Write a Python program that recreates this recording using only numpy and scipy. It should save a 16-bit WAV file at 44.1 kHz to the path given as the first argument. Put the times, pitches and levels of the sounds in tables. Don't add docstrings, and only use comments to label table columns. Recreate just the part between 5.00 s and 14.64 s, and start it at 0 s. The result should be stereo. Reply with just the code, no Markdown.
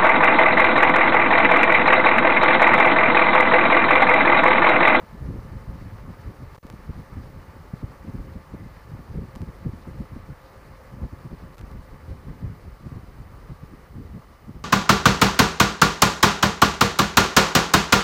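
import sys
import numpy as np
from scipy import signal
from scipy.fft import rfft, irfft, next_fast_len
from scipy.io import wavfile
from scipy.ndimage import uniform_filter1d

SR = 44100
rng = np.random.default_rng(int(sys.argv[2]) if len(sys.argv) > 2 else 0)


def output_pcm(signal):
    pcm = np.clip(np.atleast_2d(signal).T, -1, 1) * 32767
    wavfile.write(sys.argv[1], SR, np.round(pcm).astype(np.int16))


N = 425124

# t/s, level/dB
AIRFLOW_LEVEL = [(0.0, -50.5), (0.35, -33.5), (0.8, -42.5), (1.8, -43), (2.31, -37.5), (2.55, -43),
                 (3.95, -44.5), (4.19, -38), (4.4, -44.5), (5.02, -38), (5.4, -51.5), (6.04, -43),
                 (7.1, -42.5), (7.43, -36.5), (7.7, -45.5), (8.8, -43.5), (9.13, -39.5), (9.35, -54.5),
                 (9.64, -44)]


def amp(db):
    return 10 ** (np.asarray(db) / 20)


def unit_rms(x):
    return x / np.sqrt(np.mean(x ** 2) + 1e-20)


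def in_time(rows):
    s, *columns = np.transpose(rows)
    return [np.interp(np.arange(N) / SR, s, column) for column in columns]


def drift(rate_hz):
    pole = np.exp(-80 * np.pi * rate_hz / SR)
    white = rng.standard_normal(N // 40 + 2002)
    slow = signal.lfilter([1], [1, -2 * pole, pole * pole], white)[2000:]
    return np.interp(np.arange(N) / 40, np.arange(len(slow)), unit_rms(slow))


def resonance(x, hz, width_hz):
    r = np.exp(-np.pi * width_hz / SR)
    feedback = [1, -2 * r * np.cos(2 * np.pi * hz / SR), r * r]
    return signal.lfilter(np.array([1, 0, -1]) * (1 - r * r) / 2, feedback, x)


def patchy_noise(spectrum, shared_db, own_db, rate_hz):
    size = next_fast_len(N)
    hz = np.fft.rfftfreq(size, 1 / SR) + 1
    knot_hz, knot_db = np.transpose(spectrum)
    coloured = rfft(rng.standard_normal(size)) * amp(np.interp(np.log(hz), np.log(knot_hz), knot_db))
    together, out = drift(rate_hz), 0
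    for octave in range(4, 15):
        share = np.cos(np.pi / 2 * np.clip(np.log2(hz) - octave, -1, 1)) ** 2
        band = irfft(coloured * share, size)[:N]
        out = out + band * amp(shared_db * together + own_db * drift(2 * rate_hz))
    return unit_rms(out)


def airflow():
    # f/Hz, relative level/dB
    rumble = [(8.8, -11), (15, -20), (38, -3), (64, -4.5), (136, -8), (315, -20), (450, -24), (580, -33),
              (990, -120)]
    level_db, = in_time(AIRFLOW_LEVEL)
    return amp(level_db) * patchy_noise(rumble, shared_db=3.0, own_db=2.5, rate_hz=7.9)


def motorcycle():
    # t/s, lowest whine f/Hz, whine level/dB, rush level/dB
    cruise = [(0, 533, -57, -49.5), (2, 535, -59, -50), (3.5, 534, -61, -50.5), (5, 531, -58.5, -50.5),
              (6.5, 526, -60.5, -51), (7.5, 522, -61.5, -52), (8.2, 520, -71.5, -51.5),
              (9.64, 518, -66, -54)]
    # f/Hz, relative level/dB
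    rush_spectrum = [(180, -14), (300, -6), (532, -1), (669, -5), (1190, -3.5), (1440, -8.5), (2100, -12),
                     (3270, -26), (4390, -21.5), (7540, -33), (11900, -32.5), (12900, -35), (13800, -38),
                     (15000, -33)]
    # f/Hz, width/Hz, level/dB
    ride_bands = [(46, 17.5, -51.5), (1161, 90, -61), (1975, 120, -69.5), (2980, 105, -75.5),
                  (4920, 590, -77), (9250, 880, -78.5)]
    # multiple of the lowest whine, relative level/dB
    whines = [(1, -1), (1.645, -5), (2, -22), (3.28, -11)]
    whine_hz, whine_db, rush_db = in_time(cruise)
    out = amp(rush_db) * patchy_noise(rush_spectrum, shared_db=0.62, own_db=1.3, rate_hz=11.0)
    for hz, width_hz, level_db in ride_bands:
        out += amp(level_db) * unit_rms(resonance(rng.standard_normal(N), hz, width_hz))
    cycles = np.cumsum(whine_hz * (1 + 0.00402 * drift(6.0))) / SR
    for multiple, level_db in whines:
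        wavering = amp(whine_db + level_db + 2.9 * drift(12.0))
        out += np.sqrt(2) * wavering * np.sin(2 * np.pi * multiple * cycles)
    return out


def circuit_noise(frame_hz=59.94, tick_hz=15000):
    # f/Hz, level/dB ahead of the left and right gains
    thin_tones = [(6293, -92), (6324, -98), (12618, -85)]
    t = np.arange(N) / SR
    hiss = amp(-69) * signal.lfilter([1, -.15], [1], rng.standard_normal((2, N)))
    hiss += amp(-51) * resonance(rng.standard_normal((2, N)), 50, 60)
    tones = sum(np.sqrt(2) * amp(level_db + 2.4 * drift(25.0)) * np.sin(2 * np.pi * hz * t)
                for hz, level_db in thin_tones)
    pulses = np.diff(np.floor((t - .0117) * frame_hz) % 2, prepend=1)
    pulses *= amp(2.0 * drift(15.0))
    ticks = amp(-35.5) * resonance(resonance(pulses + 1e-18, tick_hz, 800), tick_hz, 800)
    sizzle = amp(-65) * resonance(rng.standard_normal(N), tick_hz, 900)
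    return hiss + tones * amp([[-6], [5]]) + (ticks + sizzle) * amp([[0], [2.5]])


def small_eddies(count=45, over_flow_db=5, spread_db=3, typical_ms=15.4, typical_hz=100):
    when, strength, length, pitch = rng.random((count, 4)).T
    s = when * N / SR
    flow_s, flow_db = np.transpose(AIRFLOW_LEVEL)
    level_db = np.interp(s, flow_s, flow_db) + over_flow_db + spread_db * (2 * strength - 1)
    return list(zip(s, level_db, typical_ms * 2 ** (2 * length - 1), typical_hz * 2 ** (pitch - .5)))


def buffets(low_slope=1.08, high_slope=2.41, foam_hz=620):
    # centre t/s, level/dB, length/ms, centre f/Hz
    strong_eddies = [(0.037, -33.5, 11, 97), (0.222, -31, 23, 106), (0.295, -26.5, 41, 108),
                     (0.36, -31, 7.3, 164), (0.457, -32, 16, 119), (0.526, -31, 18, 119),
                     (0.564, -31, 21, 86), (0.692, -26, 25, 90), (0.737, -34.5, 43, 97),
                     (0.823, -32.5, 14, 93), (0.935, -34, 31, 91), (1.051, -32, 6.6, 126),
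                     (1.093, -33.5, 28, 128), (1.262, -34.5, 30, 69), (1.422, -35, 39, 117),
                     (1.651, -32.5, 8.1, 119), (1.74, -35, 16, 114), (1.898, -26, 23, 108),
                     (1.993, -32, 40, 99), (2.13, -31.5, 14, 89), (2.183, -30.5, 55, 106),
                     (2.377, -36.5, 83, 79), (2.74, -23, 9.5, 109), (2.839, -22.5, 19.4, 103),
                     (3.051, -32.5, 12, 120), (3.089, -29.5, 30, 153), (3.153, -26.5, 23, 125),
                     (3.199, -28, 35, 92), (3.365, -30, 19, 151), (3.545, -26, 16, 130),
                     (3.633, -36, 91, 108), (3.942, -31.5, 39, 102), (4.153, -23.5, 15, 107),
                     (4.183, -22, 19, 170), (4.225, -31, 45, 104), (4.365, -31, 16, 135),
                     (4.422, -25, 31, 130), (4.485, -30.5, 29, 106), (4.665, -21, 19.5, 117),
                     (4.692, -24, 12.7, 103), (4.738, -31, 14, 140), (4.88, -32.5, 30, 154),
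                     (5.008, -25.5, 25, 111), (5.131, -32, 28, 93), (5.168, -30, 13, 146),
                     (5.306, -32.5, 38, 111), (5.942, -32, 12, 105), (6.039, -22.5, 35, 114),
                     (6.136, -28.5, 15, 94), (6.259, -31, 26, 125), (6.332, -30.5, 30, 141),
                     (6.471, -42, 41, 64), (6.638, -30, 14.5, 98), (6.751, -33.5, 59, 94),
                     (6.795, -32.5, 11, 85), (6.954, -37.5, 14, 93), (7.112, -29, 46, 100),
                     (7.288, -32.5, 46, 124), (7.448, -25, 42, 104), (7.499, -33, 49, 110),
                     (7.666, -35, 45, 95), (7.867, -29.5, 21, 117), (7.924, -31, 16, 122),
                     (7.966, -32, 56, 89), (8.038, -35.5, 14, 103), (8.204, -35.5, 30, 118),
                     (8.515, -30, 27, 121), (8.636, -32, 19, 123), (8.984, -33, 56, 124),
                     (9.16, -33, 51, 127), (9.495, -32.5, 35, 122), (9.563, -35.5, 38, 104)]
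    size, eddies = 8192, strong_eddies + small_eddies()
    out = np.zeros(N + size)
    hz = np.fft.rfftfreq(size, 1 / SR)
    ms = (np.arange(size) - size // 2) / SR * 1000
    for s, level_db, length_ms, centre_hz in eddies:
        ratio = hz / centre_hz
        hump = ratio ** low_slope / (1 + ratio ** (low_slope + high_slope))
        eddy = irfft(rfft(rng.standard_normal(size)) * hump, size)
        eddy /= np.sqrt(uniform_filter1d(eddy ** 2, size=700) + 1e-12)
        swell = amp(level_db) * amp(-25.0 * (ms / length_ms) ** 2)
        start = round(s * SR) - size // 2
        out[max(start, 0):start + size] += (swell * eddy)[max(-start, 0):]
    foam = signal.butter(2, foam_hz, fs=SR, output="sos")
    return signal.sosfilt(foam, out[:N])


def loose_plug(mic):
    # from t/s, to t/s, level still passing/dB
    cutouts = [(1.5655, 1.5785, -22), (1.587, 1.6285, -28), (6.5585, 6.571, -12), (6.588, 6.593, -15)]
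    # t/s, spike level/dB
    crackles = [(1.549, -45), (1.5548, -45), (1.5577, -48), (1.5788, -48), (1.6678, -41), (1.7009, -33),
                (1.7263, -45), (4.3538, -39), (4.359, -37), (4.36, -40), (4.4181, -39), (6.5455, -46),
                (6.57, -49), (6.5822, -39), (6.583, -42), (6.5882, -44), (6.593, -39), (6.611, -42),
                (6.6135, -41), (6.715, -44)]
    t, contact = np.arange(N) / SR, np.ones(N)
    for start, end, passing_db in cutouts:
        contact[(t >= start) & (t < end)] = amp(passing_db)
    spikes = np.zeros(N)
    spike_s, spike_db = np.transpose(crackles)
    spikes[np.round(spike_s * SR).astype(int)] = -amp(spike_db)
    clicks = signal.lfilter([1], [1, -.1], spikes)
    bias_swing = amp(29.5) * resonance(spikes + 1e-18, hz=330, width_hz=640)
    return mic * uniform_filter1d(contact, size=40) + clicks + bias_swing


def scene(input_gain_db=5, leak_db=-28.5, leak_hz=170):
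    mic = buffets() + airflow() + motorcycle()
    right = amp(input_gain_db) * loose_plug(mic)
    pole = np.exp(-2 * np.pi * leak_hz / SR)
    left = amp(leak_db) * signal.lfilter([1 - pole], [1, -pole], right)
    return np.array([left, right]) + circuit_noise()


def record(dry, low_cut_hz=18, high_cut_hz=15280):
    coupling = signal.butter(1, low_cut_hz, "high", fs=SR, output="sos")
    steep_cut = signal.ellip(12, .5, 70, high_cut_hz, fs=SR, output="sos")
    return signal.sosfilt(steep_cut, signal.sosfilt(coupling, dry))


dry = scene()
out = record(dry)
output_pcm(out)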